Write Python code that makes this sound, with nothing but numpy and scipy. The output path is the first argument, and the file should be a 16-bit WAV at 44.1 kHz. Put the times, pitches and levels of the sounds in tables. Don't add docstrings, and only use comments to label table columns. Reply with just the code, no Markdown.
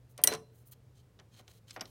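import sys
import numpy as np
from scipy import signal
from scipy.fft import rfft, irfft
from scipy.io import wavfile

SR = 44100
rng = np.random.default_rng(int(sys.argv[2]) if len(sys.argv) > 2 else 0)


def wav_out(sig):
    wavfile.write(sys.argv[1], SR, np.round(np.clip(np.atleast_2d(sig).T, -1, 1) * 32767).astype(np.int16))


N = 83790

# frequency in Hz, relative level in dB.
THUD_SPECTRUM = [(40, -26), (130, -6.5), (750, -3), (1300, -6), (2200, -7.5), (6000, -24), (15000, -48)]
# frequency in Hz, relative level in dB.
FLAT_SPECTRUM = [(0, 0), (SR / 2, 0)]


def amp(db):
    return 10 ** (np.asarray(db) / 20)


def unit(x):
    return x / np.sqrt(np.mean(x ** 2) + 1e-20)


def read(points, hz):
    f, value = np.transpose(points)
    return np.interp(np.log(hz + 1), np.log(f + 1), value)


def add(mix, s, sound):
    part = mix[max(round(s * SR), 0):][:len(sound)]
    part += sound[:len(part)]


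def colour(x, db_at):
    hz = np.fft.rfftfreq(len(x), 1 / SR)
    return irfft(rfft(x) * amp(db_at(hz)), len(x))


def edge(x, hz, kind, order=2):
    sos = signal.butter(order, min(hz, .45 * SR), kind, fs=SR, output="sos")
    return signal.sosfilt(sos, x)


def wobble(size, per_s):
    return unit(colour(rng.standard_normal(size), lambda hz: -20 * np.log10(1 + (hz / per_s) ** 4)))


def dying_noise(spectrum, t60, size=16384):
    t = np.arange(size) / SR
    noise = rng.choice([-1., 1.], size)
    noise_spectrum = rfft(unit(colour(noise, lambda hz: read(spectrum, hz))))
    octave = np.log2(np.fft.rfftfreq(size, 1 / SR) + 1)
    centres = np.geomspace(120, 15000, 5)
    out = np.zeros(size)
    for hz, share in zip(centres, np.eye(len(centres))):
        band = irfft(noise_spectrum * np.interp(octave, np.log2(centres), share), size)
        out += band * np.exp(-np.log(1000) * t / read(t60, hz))
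    return out


def ring(modes, size=16384):
    onset_s = .0003
    t = np.arange(size) / SR
    tone = np.zeros(size)
    for k, (hz, db, t60) in enumerate(modes):
        decay = np.exp(-np.log(1000) * t / t60)
        tone += (-1) ** k * amp(db) * decay * np.sin(2 * np.pi * hz * t)
    return tone * (1 - np.exp(-t / onset_s))


def swell(body):
    rise_s = .0033
    return body * (1 - np.exp(-np.arange(len(body)) / SR / rise_s))


def crack(spectrum):
    # frequency in Hz, t60 in seconds.
    crack_decay = [(500, .05), (3000, .03), (14000, .016)]
    gain_db = -16
    lump_depth_db, lump_hz = 1.7, 200
    snap, snap_s = .5, .0008
    hz = np.arange(0, SR / 2, 100)
    smoothing = np.exp(-hz[1] / lump_hz)
    lumps = unit(signal.lfilter([1], [1, -smoothing], rng.standard_normal(len(hz))))
    lumpy_spectrum = np.c_[hz, read(spectrum, hz) + lump_depth_db * lumps]
    clack = dying_noise(lumpy_spectrum, crack_decay, size=2048)
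    return amp(gain_db) * clack * (1 + snap * np.exp(-np.arange(len(clack)) / SR / snap_s))


def background():
    # time in seconds, frequency in Hz, relative level in dB before the waver.
    hum_course = [(0, 121.5, -58.5), (.45, 126.6, -65.5), (.59, 114.1, -60.5), (.7, 128.4, -65),
                  (1.04, 123.2, -61), (1.2, 109.4, -68.5), (1.45, 110, -64.5), (1.9, 111, -62.5)]
    # frequency in Hz, relative level in dB.
    air_spectrum = [(35, -18.5), (58, -2), (120, -1), (200, -11), (320, -17), (450, -14), (700, -23),
                    (2000, -31.5), (15000, -42)]
    waver_db, waver_hz, air_db = 1.5, 12, -63.5
    t = np.arange(N) / SR
    s, hz, db = np.transpose(hum_course)
    level = amp(np.interp(t, s, db) + waver_db * wobble(N, waver_hz))
    phase = 2 * np.pi * np.cumsum(np.interp(t, s, hz)) / SR
    hum = level * unit(np.sin(phase))
    air = unit(colour(rng.standard_normal(N), lambda f: read(air_spectrum, f)))
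    return hum + amp(air_db) * air


def room(dry):
    # frequency in Hz, t60 in seconds.
    room_decay = [(150, .9), (1000, .22), (5000, .25), (14000, .26)]
    room_db, top_hz = -18.5, 9000
    tail = dying_noise(FLAT_SPECTRUM, room_decay)
    wet = signal.fftconvolve(dry, tail / np.linalg.norm(tail))[:N]
    return amp(room_db) * edge(wet, top_hz, "low", order=1)


def rub(length, centre_hz, octaves, size=8192):
    # frequency in Hz, width in Hz, boost in dB.
    rub_body = [(3152, 90, 10.5), (4130, 260, 9), (6350, 160, 7)]
    grains_per_s, grain_spread_db = 14000, 1.8
    flutter_db, flutter_hz = 2, 55
    swell_power = 1.05

    def steel_db(hz):
        resonances = sum(db / (1 + ((hz - f) / width) ** 2) for f, width, db in rub_body)
        distance = np.log2((hz + 1) / centre_hz) / octaves
        return resonances - 10 * np.log10(1 + distance ** 4)

    slips = rng.standard_normal(size) * (rng.random(size) < grains_per_s / SR)
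    slips *= amp(grain_spread_db * rng.exponential(1, size))
    grit = colour(slips, steel_db)
    stroke = np.minimum(np.arange(size) / SR / length, 1)
    arch = (4 * stroke * (1 - stroke)) ** swell_power
    return unit(grit * amp(flutter_db * wobble(size, flutter_hz))) * arch


def rubs():
    # start in seconds, length in seconds, level in dB before the swell,
    # centre in Hz, width in octaves (from the centre to 3 dB down).
    strokes = [(.088, .05, -68.5, 14200, .9), (.298, .066, -47, 3500, .9), (.514, .13, -70.5, 15000, .97),
               (.65, .057, -61.5, 16200, .68), (.709, .032, -53, 17400, .7), (.712, .033, -62, 2500, 2.7),
               (.94, .083, -71.5, 4500, 1.1), (1.307, .12, -65.5, 2930, 1.3),
               (1.358, .061, -63.5, 2800, 1.65), (1.469, .075, -65, 4200, 1.75),
               (1.519, .078, -65.5, 4500, 2.5), (1.668, .062, -60.5, 3000, 1.3),
               (1.713, .071, -62, 5000, 6), (1.845, .086, -64, 7000, 6.6)]
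    out = np.zeros(N)
    for s, length, db, centre_hz, octaves in strokes:
        add(out, s, amp(db) * rub(length, centre_hz, octaves))
    return out


def taps():
    # time in seconds, relative level in dB, then ring and thud
    # in dB relative to that level, low edge and high edge of the clack in Hz.
    tap_list = [(1.190, -38, -12, 9.5, 1110, 3800), (1.198, -38, -18, 6, 1100, 5000),
                (1.394, -39.5, -15, 12, 606, 3500), (1.479, -35, -11, 3, 2100, 5800),
                (1.696, -36, -12, -6, 2600, 4200), (1.708, -26, -14.5, -15, 2400, 7300),
                (1.7627, -23.5, -12, 11.5, 1000, 2400), (1.796, -33, -12, 8, 1100, 3250),
                (1.8093, -22.5, 3, -3.5, 2800, 9200), (1.812, -22, -6, 8.5, 800, 4800),
                (1.8552, -29.5, -10, -20, 3200, 5450)]
    # frequency in Hz, relative level in dB, t60 in seconds.
    held_modes = [(2958, -20.5, .027), (3830, -22, .03), (4795, -17, .025), (5566, -11, .02),
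                  (6280, -24, .03), (12210, -35.5, .12)]
    # frequency in Hz, relative level in dB, t60 in seconds.
    shaft_modes = [(291, -43, .12), (571, -36, .09), (750, -31.5, .07), (1066, -39, .07), (1453, -30, .04),
                   (1870, -30, .04)]
    # frequency in Hz, t60 in seconds.
    tap_thud_decay = [(150, .3), (4000, .05)]
    thud_noise_db = -30.5
    out = np.zeros(N)
    held, shaft = ring(held_modes), ring(shaft_modes, size=8192)
    for s, db, ring_db, thud_db, low_hz, high_hz in tap_list:
        clack = edge(edge(crack(FLAT_SPECTRUM), low_hz, "high"), high_hz, "low", order=3) * 2
        thud_noise = dying_noise(THUD_SPECTRUM, tap_thud_decay, size=8192)
        add(out, s, amp(db) * clack)
        add(out, s, amp(db + ring_db) * held)
        add(out, s, amp(db + thud_db) * swell(shaft + amp(thud_noise_db) * thud_noise))
    return out


def thud(favoured_hz):
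    # frequency in Hz, relative level in dB at the favoured pitch, t60 in seconds.
    frame_modes = [(157, -45, .32), (290, -43, .22), (360, -44, .12), (438, -33.5, .17), (581, -34, .11),
                   (640, -41, .12), (718, -39, .18), (1025, -39, .13), (1141, -42, .14)]
    # frequency in Hz, t60 in seconds.
    thud_decay = [(120, 0.34), (600, 0.15), (4000, 0.1)]
    off_point_db, point_octaves = 10, .3
    noise_db = -38.5
    modes = []
    for hz, db, t60 in frame_modes:
        distance = np.log2(hz / favoured_hz) / point_octaves
        modes.append((hz, db - off_point_db * (1 - np.exp(-distance ** 2)), t60))
    return swell(ring(modes) + amp(noise_db) * dying_noise(THUD_SPECTRUM, thud_decay))


def knocks():
    # time in seconds, relative levels of nut ring, wrench ring and frame thud in dB,
    # favoured frame pitch in Hz, relative crack level in dB, low edge and high edge of the crack in Hz.
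    knock_list = [(.178, -37, -35, -18, 1400, -23.5, 249, 8500),
                  (.186, -61, -54.5, -8, 650, -38, 200, 4950),
                  (.216, -40, -63.5, -40, 650, -41.5, 4000, 15000),
                  (.238, 3.5, -32, -1, 320, 4, 3800, 16200), (.2734, -18, 5.5, 2, 581, 0, 250, 14000),
                  (.2855, -24, -26, 1, 160, -9, 200, 3300), (.314, -55, -55, 2, 438, -30, 200, 2000),
                  (.325, -36, -45, -2, 1100, -9, 200, 4200), (.3365, -42, -18.5, -3, 718, -13, 200, 7000),
                  (.3495, -46, -26, -13, 718, -13, 200, 5200)]
    # frequency in Hz, relative level in dB, t60 in seconds.
    nut_modes = [(1975, -42, .13), (2780, -36, .04), (3130, -25, .022), (4820, -30, .028), (6370, -23, .02),
                 (8160, -41, .14), (9582, -15, .042), (9760, -15, .01), (12080, -23, .022),
                 (12760, -19, .034), (13660, -31, .04), (14942, -30, .055)]
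    # frequency in Hz, relative level in dB, t60 in seconds.
    wrench_modes = [(1952, -40, .1), (2767, -65, .42), (2926, -38.5, .05), (3990, -23, .018),
                    (4078, -39, .18), (4069, -63, .52), (5322, -56, .26), (5556, -58, .27),
                    (5598, -30, .045), (5731, -30, .048), (5957, -16.5, .021), (5950, -59, .28),
                    (8500, -32, .03), (8905, -26.5, .034), (9150, -20, .013), (9489, -33, .043),
                    (12211, -45, .13), (13502, -36, .052)]
    # frequency in Hz, relative level in dB.
    crack_spectrum = [(100, -35), (600, -17), (1500, -4.5), (3000, -5.5), (9000, 2), (15500, 1)]
    out = np.zeros(N)
    nut, wrench = ring(nut_modes), ring(wrench_modes)
    for s, nut_db, wrench_db, frame_db, frame_hz, crack_db, low_hz, high_hz in knock_list:
        add(out, s, amp(nut_db) * nut + amp(wrench_db) * wrench + amp(frame_db) * thud(frame_hz))
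        clack = edge(edge(crack(crack_spectrum), low_hz, "high"), high_hz, "low")
        add(out, s, amp(crack_db) * clack)
    return out


def scene():
    metal = rubs() + taps() + knocks()
    return (background() + room(metal) + metal)[None]


def record(dry):
    overload, edge_hz = 1, 16200
    low_pass = signal.firwin(255, edge_hz, window=("kaiser", 9), fs=SR)
    fine = signal.resample_poly(dry, 2, 1, axis=1)
    squashed = signal.resample_poly(overload * np.tanh(fine / overload), 1, 2, axis=1)
    return signal.oaconvolve(squashed, low_pass[None], "same")


dry = scene()
out = record(dry)
wav_out(out)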